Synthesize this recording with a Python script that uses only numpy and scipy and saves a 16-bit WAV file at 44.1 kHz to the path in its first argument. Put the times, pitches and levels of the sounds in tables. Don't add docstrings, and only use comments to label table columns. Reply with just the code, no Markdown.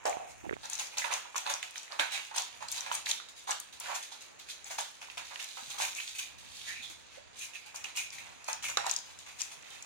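import sys
import numpy as np
from scipy import signal
from scipy.fft import rfft, irfft, next_fast_len
from scipy.io import wavfile
from scipy.ndimage import uniform_filter1d, map_coordinates

SR = 44100
rng = np.random.default_rng(int(sys.argv[2]) if len(sys.argv) > 2 else 0)


def decibels_to_gain(level_db):
    exponent = np.asarray(level_db, float) / 20
    return 10 ** exponent


def unload_audio(sound):
    columns = np.transpose(np.atleast_2d(sound))
    steps = np.round(np.clip(columns, -1, 1) * 32767)
    wavfile.write(sys.argv[1], SR, steps.astype(np.int16))


N = 434385


def unit(x):
    return x / np.sqrt(np.mean(x ** 2) + 1e-20)


def along(points, hz):
    f, v = np.transpose(points)
    return np.interp(np.log(hz + 1), np.log(f + 1), v)


def curves(rows):
    s, *cols = np.transpose(rows)
    return np.array([np.interp(np.arange(N) / SR, s, c) for c in cols])


def wobble(rate):
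    knots = rng.standard_normal(int(N * rate / SR) + 4)
    return map_coordinates(knots, [np.arange(N) * rate / SR])


def filtered(x, response):
    m = next_fast_len(x.shape[-1] + 8192)
    return irfft(rfft(x, m) * response(np.fft.rfftfreq(m, 1 / SR)), m)[..., :x.shape[-1]]


def resonance(modes, f):
    one = sum(decibels_to_gain(db / 2) * 1j * f * w / (c * c - f * f + 1j * f * w) for c, w, db in modes)
    return one ** 2 / np.sqrt(np.mean(abs(one) ** 4))


def grains(n, chance, spread_db):
    hits = rng.random(n) < chance
    spreads = np.minimum(rng.exponential(size=n), 3)
    return hits * decibels_to_gain(spread_db * spreads)


def strokes():
    plants = [(1.042, 2, -39.5, -33), (1.109, 20, -36.5, -40.5), (1.25, 2.4, -67, -49),
              (1.455, 22, -41.5, -37.5), (1.625, 1.5, -42.5, -49.5), (1.898, 36, -50, -45),
              (1.991, 5.2, -34, -31.5), (2.108, 45, -36.5, -47.5), (2.168, 2.8, -60, -47),
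              (2.604, 23, -49, -45), (2.859, 1.5, -43.5, -42), (3.803, 7.9, -44.5, -51.5),
              (3.83, 38, -43.5, -50), (3.875, 39, -45, -37.5), (5.1, 4, -51.5, -71), (5.012, 6.9, -46, -52),
              (5.171, 3.1, -42, -42.5), (5.304, 8.7, -73, -45), (5.39, 16, -40, -53), (5.57, 1.6, -48, -44),
              (6.665, 25, -44, -55.5), (6.63, 37, -50, -76.5), (7.103, 61, -55.5, -67),
              (7.529, 29, -45, -83), (7.659, 2.1, -47, -58), (7.839, 3.7, -42.5, -51.5),
              (8.771, 1.5, -44, -33), (8.8, 41, -58, -47), (5.735, 5, -63, -48.5), (2.31, 2, -66, -48),
              (9.261, 3.3, -49.5, -57)]
    rakes = [(0.627, 20, -50, -49), (1.755, 13, -49, -52.5), (2.34, 47, -40.5, -42), (2.68, 220, -42, -54),
             (3.055, 3.8, -43.5, -47), (3.07, 29, -39, -48.5), (3.285, 2.5, -54.5, -66),
             (3.351, 40, -54.5, -78), (3.471, 39, -42.5, -38.5), (3.702, 41, -85, -122),
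             (4.023, 2.6, -45.5, -71), (4.115, 2.4, -49.5, -52.5), (4.202, 15, -53.5, -82),
             (4.481, 22, -47, -79), (4.78, 6.3, -39, -39), (5.55, 11, -53.5, -81), (6.38, 7.4, -52, -80),
             (6.518, 50, -52, -83), (6.821, 11, -49.5, -59), (8.448, 72, -50.5, -53),
             (8.852, 19, -44.5, -37.5), (8.892, 2.3, -40.5, -50), (9.105, 2.6, -57, -75),
             (9.187, 9.2, -53.5, -80), (9.701, 3.3, -56, -58), (4.39, 6.1, -53, -74),
             (3.725, 2.2, -52.5, -60)]
    skates = [(.054, 1.3, -40, -36), (.29, 7, -54.5, -68), (4.65, 19, -48, -56), (0.693, 47, -45.5, -51.5),
              (0.786, 12, -36.5, -45.5), (0.969, 8.6, -36, -43), (1.138, 2.6, -44, -41.5),
              (1.356, 9.4, -38.5, -41.5), (1.491, 5.3, -36.5, -35.5), (1.827, 3, -66, -76),
              (2.914, 8.1, -40, -47), (2.945, 1.7, -43, -68), (3.94, 15, -40, -43),
              (4.699, 17, -42.5, -44.5), (5.696, 16, -45.5, -56), (5.782, 49, -35, -38.5),
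              (5.955, 13, -44, -57), (6.147, 3.7, -43.5, -73), (6.183, 7.2, -38, -60),
              (6.895, 4.1, -49, -60), (7.356, 88, -45, -84), (7.743, 6.8, -44, -55),
              (7.953, 27, -36.5, -52), (8.122, 6.5, -45.5, -67), (8.181, 2.6, -50, -65),
              (8.479, 6.3, -40, -36.5), (8.623, 25, -38.5, -49.5), (8.684, 3.4, -40, -42.5),
              (8.961, 2.1, -61, -54), (9.385, 29, -42.5, -57.5), (9.513, 2.7, -48.5, -59)]
    # board, scratch and nail dB over the claw level
    kinds = (plants, (-1.2, -3.5, -5)), (rakes, (-4, 2, 0)), (skates, (-3, -2.5, 0.4))
    t = np.arange(5000) / SR
    blows = np.zeros((4, N + len(t)))
    for table, (board_db, scratch_db, nail_db) in kinds:
        for s, rise_ms, claw, pad in table:
            rise = rise_ms / 1000 + 1e-4
            press = np.where(t < rise, 0.17 + 0.87 * (t / rise) ** 0.67, decibels_to_gain(-60 * (t - rise) / 0.19))
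            chatter = 0.5 + 2.75 * grains(len(t), 0.01, 2.13)
            force = np.sqrt(1 + 0.008 / (rise + 0.073))
            rub = force * press * unit(chatter) * rng.standard_normal((4, len(t)))
            levels = decibels_to_gain([claw + board_db, pad, claw + scratch_db, claw + nail_db])
            start = round(s * SR)
            blows[:, start:start + len(t)] += levels[:, None] * rub
    return decibels_to_gain([[2.5], [5], [2.5], [2.5]]) * blows[:, :N]


def ticks(rub):
    press = np.sqrt(abs(uniform_filter1d(rub ** 2, size=256)))
    sizes = decibels_to_gain(7) * grains(N, 600 / SR, 1.3)
    balance = np.array([[0.8], [0.3], [0.9], [1.1]])
    return press * sizes * rng.standard_normal((2, 4, N)) * balance


def clicks(table, t60, width, db):
    rise_s, first_blow, broad_edge, blunt_hz = 0.00031, 1.17, 0.13, 12100
    s, peak_db, hz = np.transpose(table)[:, :, None, None]
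    t = np.arange(1024) / SR
    f = np.fft.rfftfreq(len(t), 1 / SR)
    rough = rng.standard_normal((len(table), 2, len(t)))
    crack = decibels_to_gain(-60 * t / t60) * (1 - np.exp(-t / rise_s)) * rough
    crack[..., 0] = first_blow * np.sign(rough[..., -1]) * np.sqrt(SR / hz[..., 0])
    damping = 1j * f * width * hz
    ring = damping / (hz ** 2 - f * f + damping)
    blunt = (1 + 1j * f / blunt_hz) ** 2
    crack = irfft(rfft(crack) * ring * (ring + broad_edge) / blunt)[..., :len(t) // 2]
    crack *= decibels_to_gain(peak_db + db) / abs(crack).max(axis=2, keepdims=True)
    out = np.zeros((2, N + len(t)))
    for start, one in zip(np.round(s.ravel() * SR).astype(int), crack):
        out[:, start:start + one.shape[1]] += one
    return out[:, :N]


def flat_taps():
    # t/s, peak level/dB, f/Hz
    flat = [(0.798, -39, 2800), (0.798, -31.5, 3370), (0.971, -31, 3440), (1.02, -26, 1950),
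            (1.043, -24, 1610), (1.106, -29, 958), (1.121, -26, 958), (1.345, -33, 920), (1.357, -27, 1040),
            (1.465, -25, 2860), (1.464, -27, 1000), (1.629, -26, 2510), (1.758, -32, 2130),
            (1.879, -38, 1930), (1.9908, -33, 1500), (1.921, -39, 802), (1.9958, -13.5, 2450),
            (2.124, -29, 2650), (2.177, -24, 2750), (2.344, -34, 875), (2.38, -30.5, 890),
            (2.625, -33, 980), (2.863, -35, 1810), (2.915, -21, 1007), (3.06, -25, 3530),
            (3.114, -21.5, 3730), (3.476, -34, 875), (3.493, -27.5, 796), (3.519, -22.5, 3260),
            (4.499, -34, 3320), (4.706, -36, 750), (4.786, -27, 860), (5.018, -36, 2320),
            (3.068, -23, 2100), (5.179, -30, 3060), (5.359, -29, 2500), (5.399, -29, 2450),
            (5.572, -35, 910), (5.781, -32, 905), (5.1, -34.5, 2400), (5.801, -25, 870), (5.968, -40, 2430),
            (6.001, -30, 2430), (6.191, -30.5, 2750), (6.676, -41, 1980), (7.744, -36, 1010),
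            (7.845, -29.5, 2400), (7.96, -40, 2350), (7.973, -27, 2420), (8.184, -32.5, 2240),
            (8.488, -30, 1500), (8.486, -28, 900), (8.625, -40, 2750), (8.642, -26.5, 2240),
            (8.685, -29, 2250), (8.772, -17.5, 1300), (8.845, -29, 920), (8.864, -24, 860),
            (0.87, -31, 5200), (1.346, -36, 2300), (1.708, -37, 7500), (1.9953, -16.5, 1100),
              (2.717, -30, 6400), (2.716, -25, 9650), (3.2, -34, 1440), (3.0975, -26, 7800),
              (3.6, -27, 8100), (3.8, -27, 10000), (4.914, -47, 9050), (4.7, -47, 5300),
              (8.7719, -18.5, 2040), (8.7716, -19, 4400), (8.7718, -23, 600), (.699, -29, 8100),
              (5.1, -36, 2990), (6.004, -28, 3200)]
    return clicks(flat, t60=0.013, width=0.6, db=-1)


def tip_taps():
    # t/s, peak level/dB, f/Hz
    tips = [(0.0387, -46.5, 7400), (0.0553, -24, 6100), (0.0777, -29, 6130), (0.0957, -25.5, 7340),
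            (0.6265, -51, 6900), (0.6424, -38, 6100), (0.6564, -28, 6280), (0.698, -28, 7300),
            (0.7324, -19, 6400), (0.7536, -25, 6300), (0.779, -28, 5800), (0.796, -21.5, 6500),
            (0.8586, -32, 6670), (0.9794, -38, 6640), (0.9826, -13, 6250), (1.1303, -43, 6760),
            (1.1313, -36, 6310), (1.1385, -18.5, 6370), (1.3623, -34, 7000), (1.3625, -24, 5640),
            (1.3798, -18.5, 6500), (1.4631, -37, 4270), (.128, -30.5, 2200), (1.497, -37, 6040),
            (1.5209, -34, 6150), (1.5384, -18, 6060), (1.6282, -29, 7300), (3.2864, -48, 1300),
            (1.7796, -25.5, 6300), (1.831, -33, 7220), (1.921, -29.5, 4400), (1.998, -36, 4170),
            (1.9984, -23.5, 7000), (2.3825, -31, 2500), (2.915, -26, 3000), (2.364, -22, 8900),
            (2.3825, -15.5, 6200), (2.4204, -24, 6300), (2.627, -39, 6910), (2.6838, -36, 5400),
            (2.686, -28.5, 4650), (2.6843, -28, 7160), (2.7267, -34, 6800), (2.7243, -20, 6800),
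            (2.7716, -39, 6490), (2.779, -26, 6320), (2.807, -24, 6330), (2.8629, -35, 4160),
            (2.919, -43, 4180), (2.9216, -43, 7300), (2.9415, -25, 9100), (2.9512, -17.5, 7480),
            (3.1125, -22, 8700), (3.089, -22, 6410), (3.1123, -14.5, 6560), (3.2864, -39, 4260),
            (3.4784, -43, 6500), (3.441, -41, 9500), (3.5087, -17, 6950), (3.514, -18, 6350),
            (3.8037, -33, 6680), (3.9548, -28, 6450), (4.0277, -33, 7150), (3.965, -31, 9000),
            (4.6438, -32, 6900), (8.866, -32, 10000), (4.7086, -35, 6600), (4.7879, -32, 9700),
            (4.8093, -23, 7100), (5.1781, -32.5, 7800), (5.269, -35, 6060), (5.4425, -32.5, 9500),
            (5.4266, -26, 7260), (5.443, -28, 6300), (5.704, -30, 6950), (5.085, -42, 990),
            (5.7892, -41, 6210), (5.8136, -38, 6390), (5.821, -27, 6380), (5.95, -28, 6650),
            (6.1873, -28, 7040), (7.3915, -32, 7850), (7.855, -30, 2600), (7.7596, -24, 6360),
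            (7.842, -28, 5900), (8.9627, -40, 9500), (7.99, -28, 7800), (7.972, -23.5, 5800),
            (8.1043, -33, 5600), (8.4433, -29.5, 6400), (8.4796, -31, 6340), (8.53, -19.5, 6300),
            (8.6272, -38, 8400), (8.6272, -31, 6430), (8.633, -35, 6960), (8.6402, -28, 6370),
            (8.6841, -26, 6200), (8.7, -22.5, 6720), (8.7717, -13, 6300), (8.866, -25, 7230),
            (8.866, -26, 4430), (8.8957, -19, 5700), (8.9126, -14.5, 6600), (8.938, -27, 6950),
            (8.9633, -14.5, 5850), (8.987, -28, 6350), (9.189, -33, 6760), (9.4014, -27, 6250),
            (9.4074, -27, 7540), (9.4073, -26, 5960), (9.417, -17, 6360), (9.624, -38, 6370),
            (9.704, -39, 8290), (9.825, -28.5, 6600)]
    return clicks(tips, t60=0.011, width=0.35, db=-3.5)


def skids():
    # t/s, bustle level/dB, claws out/dB
    bustle = [(0.0, -48, -7.5), (0.55, -57.5, 2.5), (0.87, -50.5, -2), (2.63, -53, -1), (2.94, -41.5, -7),
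              (3.26, -70, 6), (3.76, -58, -3), (4.0, -60, 4), (4.25, -59, -1), (6.06, -48.5, 4.5),
              (6.36, -55, -4.5), (6.69, -52.5, 6.5), (7.13, -61.5, -2.5), (7.95, -53.5, -4),
              (8.39, -53, -4), (8.81, -57, -3), (9.03, -52.5, -2.5), (9.85, -50, -2)]
    shuffle_db = [-7.5, -13, -7, -5.5]
    claws_out = [-0.047, -1.5, 0.97, 1]
    # t/s, level/dB
    raking = [
        (0, -18),
        (.15, -42),
        (.55, 2),
        (.66, 0.1),
        (3.0, 2),
        (5.9, 0.5),
        (7.0, 5),
        (9.85, 0),
    ]
    bustle_db, claws_db = curves(bustle)
    db = bustle_db + np.outer(claws_out, claws_db) + np.c_[shuffle_db]
    db[2] += curves(raking)[0]
    rub = (unit(grains(N, 0.02, 2)) + 0.5) * rng.standard_normal((4, N))
    return decibels_to_gain(db + 2.2 * wobble(40) + 2.2 * wobble(14)) * rub


def regions(x):
    # f/Hz, width/Hz, level/dB
    board = [(1930, 1300, 2.5), (2450, 640, 6)]
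    pad = [(567, 160, -1.5), (796, 330, 4), (958, 91, -8), (1350, 1270, 2)]
    scratch = [(3470, 1450, -1), (4540, 2400, 3.5)]
    nail = [(6640, 1770, 9), (9190, 4200, -3.5), (12220, 2200, -10.5), (13600, 4800, -18.5)]
    # f/Hz, level/dB
    colour = [(200, -8.5), (420, -14), (700, -2.5), (5000, -3.5), (10000, -0.5), (12000, -9.5),
              (15800, -14.5)]

    def response(f):
        rings = np.array([resonance(modes, f) for modes in (board, pad, scratch, nail)])
        return decibels_to_gain(along(colour, f)) * rings

    return filtered(x, response).sum(-2)


def pen_tray(press):
    # t/s, level/dB
    at_pen = [
        (5.85, -40),
        (5.95, -1),
        (6.45, -10),
        (6.6, -33),
        (7.25, -32),
        (7.38, -8),
        (8.72, -6),
        (8.9, -22),
    ]
    near = decibels_to_gain(curves(at_pen)[0])
    tray = filtered(near * press[0], lambda f: resonance([(2430, 400, 0)], f))
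    press[[0, 2]] /= 1 + 0.82 * near
    return press, tray


def squeals():
    # t/s, length/s, f/Hz, level/dB
    slips = [(1.015, 0.027, 1930, -42.5), (5.975, 0.022, 2480, -40.5), (6.676, 0.054, 1880, -45.5),
             (6.816, 0.054, 3540, -48.5), (7.17, 0.024, 584, -52), (1.998, 0.057, 1600, -40.5),
             (6.7, 0.15, 2440, -52), (8.482, 0.043, 1580, -51), (7.969, 0.05, 2400, -42),
             (8.184, 0.042, 2360, -53), (8.641, 0.074, 2300, -46), (3.85, 0.027, 1680, -47)]
    out = np.zeros(N)
    for s, length, hz, db in slips:
        t = np.arange(int(length * SR)) / SR
        ring = filtered(rng.standard_normal(len(t)), lambda f: resonance([(hz, 0.18 * hz, 0)], f))
        swell = np.sin(np.pi * (t / length) ** 0.56)
        out[round(s * SR):][:len(t)] += decibels_to_gain(db + 4.5) * swell * unit(ring)
    return out


def crate():
    # t/s, level/dB, t60/s
    hits = [
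        (0.053, -31, 0.28),
        (0.079, -42.5, 0.44),
        (0.198, -49.5, 0.61),
    ]
    # f/Hz, width/Hz, level/dB
    hollow = [(620, 420, 5), (725, 120, 6)]
    t = np.arange(SR) / SR
    envelope = sum((t > s) * decibels_to_gain(db - 60 * abs(t - s) / t60) for s, db, t60 in hits)
    shake = envelope * rng.standard_normal((2, SR))
    body = filtered(shake, lambda f: resonance(hollow, f))
    return decibels_to_gain(4) * np.pad(body, ((0, 0), (0, N - SR)))


def bumps():
    # t/s, peak level/dB, f/Hz, t60/s
    knocks = [(0.17, -24, 660, 0.0038), (0.439, -48, 336, 0.052), (0.455, -40, 685, 0.013),
              (0.467, -41, 336, 0.033), (.412, -47, 1800, 0.0057), (.447, -40, 810, 0.01),
              (.452, -44, 1900, .005), (.464, -40, 795, 0.012), (0.479, -45, 200, 0.035),
              (.512, -58, 180, 0.026), (0.532, -39, 163, 0.02), (.54, -34, 2200, .005),
              (0.5304, -31.5, 397, 0.019), (0.51, -31, 1500, 0.0046), (0.567, -37, 1400, .004),
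              (5.18, -64, 80, 0.11), (5.625, -59.5, 220, .07), (5.679, -60, 152, 0.13),
              (6.685, -63, 168, 0.14), (6.799, -61, 246, 0.052), (6.9, -62, 332, 0.13),
              (7.481, -67, 86, 0.087), (1.997, -53, 302, .1), (8.362, -63, 253, 0.053),
              (9.575, -65, 159, 0.11), (0.492, -34.5, 526, 0.016), (0.51, -32.5, 398, 0.021),
              (0.524, -40, 453, 0.0088), (0.559, -47, 358, 0.013), (0.567, -30, 725, 0.0035),
              (0.4951, -25.5, 1870, 0.0053), (0.527, -26.5, 1500, 0.004), (0.535, -38, 2290, 0.0062)]
    out, t = np.zeros(N), np.arange(SR // 4) / SR
    for s, db, hz, t60 in knocks:
        envelope = decibels_to_gain(db + 9.5 - 60 * t / t60) * (1 - np.exp(-t / 0.00043))
        knock = envelope * np.sin(2 * np.pi * hz * t)
        span = out[round(s * SR):][:len(t)]
        span += knock[:len(span)]
    return out * np.array([[0.7], [-1.3]])


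def room(x, early_db):
    # f/Hz, t60/s
    decay = [(300, 0.19), (1300, 0.36), (3500, 0.45), (9000, 0.31), (15000, 0.33)]
    step, size = SR // 5, SR // 4
    starts = range(0, N, step)
    hz, t, z = signal.stft(rng.standard_normal((2, len(starts), size)), SR, nperseg=256)
    fade = decibels_to_gain(-60 * t / along(decay, hz)[:, None])
    tails = signal.istft(z * fade, SR, nperseg=256)[1][..., :size]
    tails *= 1 + decibels_to_gain(early_db - 60 * np.arange(size) / (0.009 * SR))
    heard = rfft(tails)
    colour = uniform_filter1d(abs(heard) ** 2, size=70)
    tails = irfft(heard * (colour.mean(axis=(0, 1)) / colour) ** 0.4, size)
    tails[..., -SR // 50:] = 0
    tails /= np.linalg.norm(tails, axis=2, keepdims=True)
    out = np.zeros((2, N + step + size))
    for k, a in enumerate(starts):
        wet = signal.fftconvolve(x[None, a:a + step], tails[:, k], axes=1)
        out[:, a:a + wet.shape[1]] += wet
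    return out[:, :N]


def floor():
    # f/Hz, level/dB per Hz
    air_tone = [(15, -42), (25, -18), (70, -13.5), (503, -1.5), (695, -2.5), (1560, -4), (2480, -5.5),
                (4490, -25), (6920, -8), (11300, -68), (14400, -33), (16000, -37)]
    # f/Hz, level/dB per Hz
    hand_tone = [(25, -11), (50, 1.5), (70, 9), (130, 3.5), (300, -3.5), (600, -32)]
    # t/s, level/dB
    rumble = [(0.0, -68), (0.13, -61), (0.38, -67), (0.49, -55), (0.93, -68), (1.9, -73.5), (2.9, -67),
              (4.5, -72.5), (5.2, -67), (5.9, -67), (6.5, -62.5), (6.9, -59), (7.3, -67), (8.2, -65.5),
              (8.9, -63), (9.85, -69)]
    air = unit(filtered(rng.standard_normal((2, N)), lambda hz: decibels_to_gain(along(air_tone, hz))))
    hand = unit(filtered(rng.standard_normal((2, N)), lambda hz: decibels_to_gain(along(hand_tone, hz))))
    air_level = decibels_to_gain(-59.5 + 1.3 * wobble(6.5))
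    hand_level = decibels_to_gain(curves(rumble)[0] - 1.5 + 2.9 * wobble(5.3))
    return air_level * air + hand_level * hand


def diffuse(pair):
    # f/Hz, correlation
    alike = [(60, -0.77), (180, -0.7), (550, -0.56), (1650, 0.2), (4970, -0.025), (15000, 0.12)]

    def mid_side(hz):
        turn = np.arccos(np.clip(along(alike, hz), -1, 1)) / 2
        return np.array([np.cos(turn), np.sin(turn)])

    mid, side = filtered(pair, mid_side)
    return np.array([mid + side, mid - side])


def scene():
    press, tray = pen_tray(strokes())
    click = regions(ticks(press)) + flat_taps() + tip_taps()
    sliding = regions(skids() + press) + squeals() + tray
    far = room(sliding + decibels_to_gain(-2) * click[0], early_db=16.5)
    return bumps() + diffuse(click + far + crate() + floor())


def low_pass(x):
    return signal.sosfilt(signal.butter(12, 16500, fs=SR, output="sos"), x)


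def record(dry):
    # f/Hz, left minus right level/dB
    balance = [(60, 3.5), (95, -2.5), (150, 0.5), (240, -1.5), (380, -2.5), (600, -2.5), (950, -5),
               (1500, -3), (2380, -4.5), (3770, -13.5), (5980, 6), (9470, 7.5), (15000, -13)]
    top_hz = 15950
    halves = np.array([[0.5], [-0.5]])
    ports = filtered(dry, lambda hz: decibels_to_gain(along(balance, hz) * halves) * (hz < top_hz))
    hz, _, z = signal.stft(ports, SR, nperseg=1024)
    near = uniform_filter1d(abs(z), size=6, axis=1)
    wide = uniform_filter1d(abs(z), size=40, axis=1)
    wide = wide ** 0.7 * np.median(wide, axis=2, keepdims=True) ** 0.3
    gate = along([(8500, 0), (10500, 0.78), (15000, 0.9)], hz)[:, None]
    z = z * np.where(near < gate * wide, 0.07, 1) * (hz < top_hz)[:, None]
    ports = signal.istft(z, SR, nperseg=1024)[1][:, :N]
    return low_pass(ports)


dry = scene()
out = record(dry)
unload_audio(out)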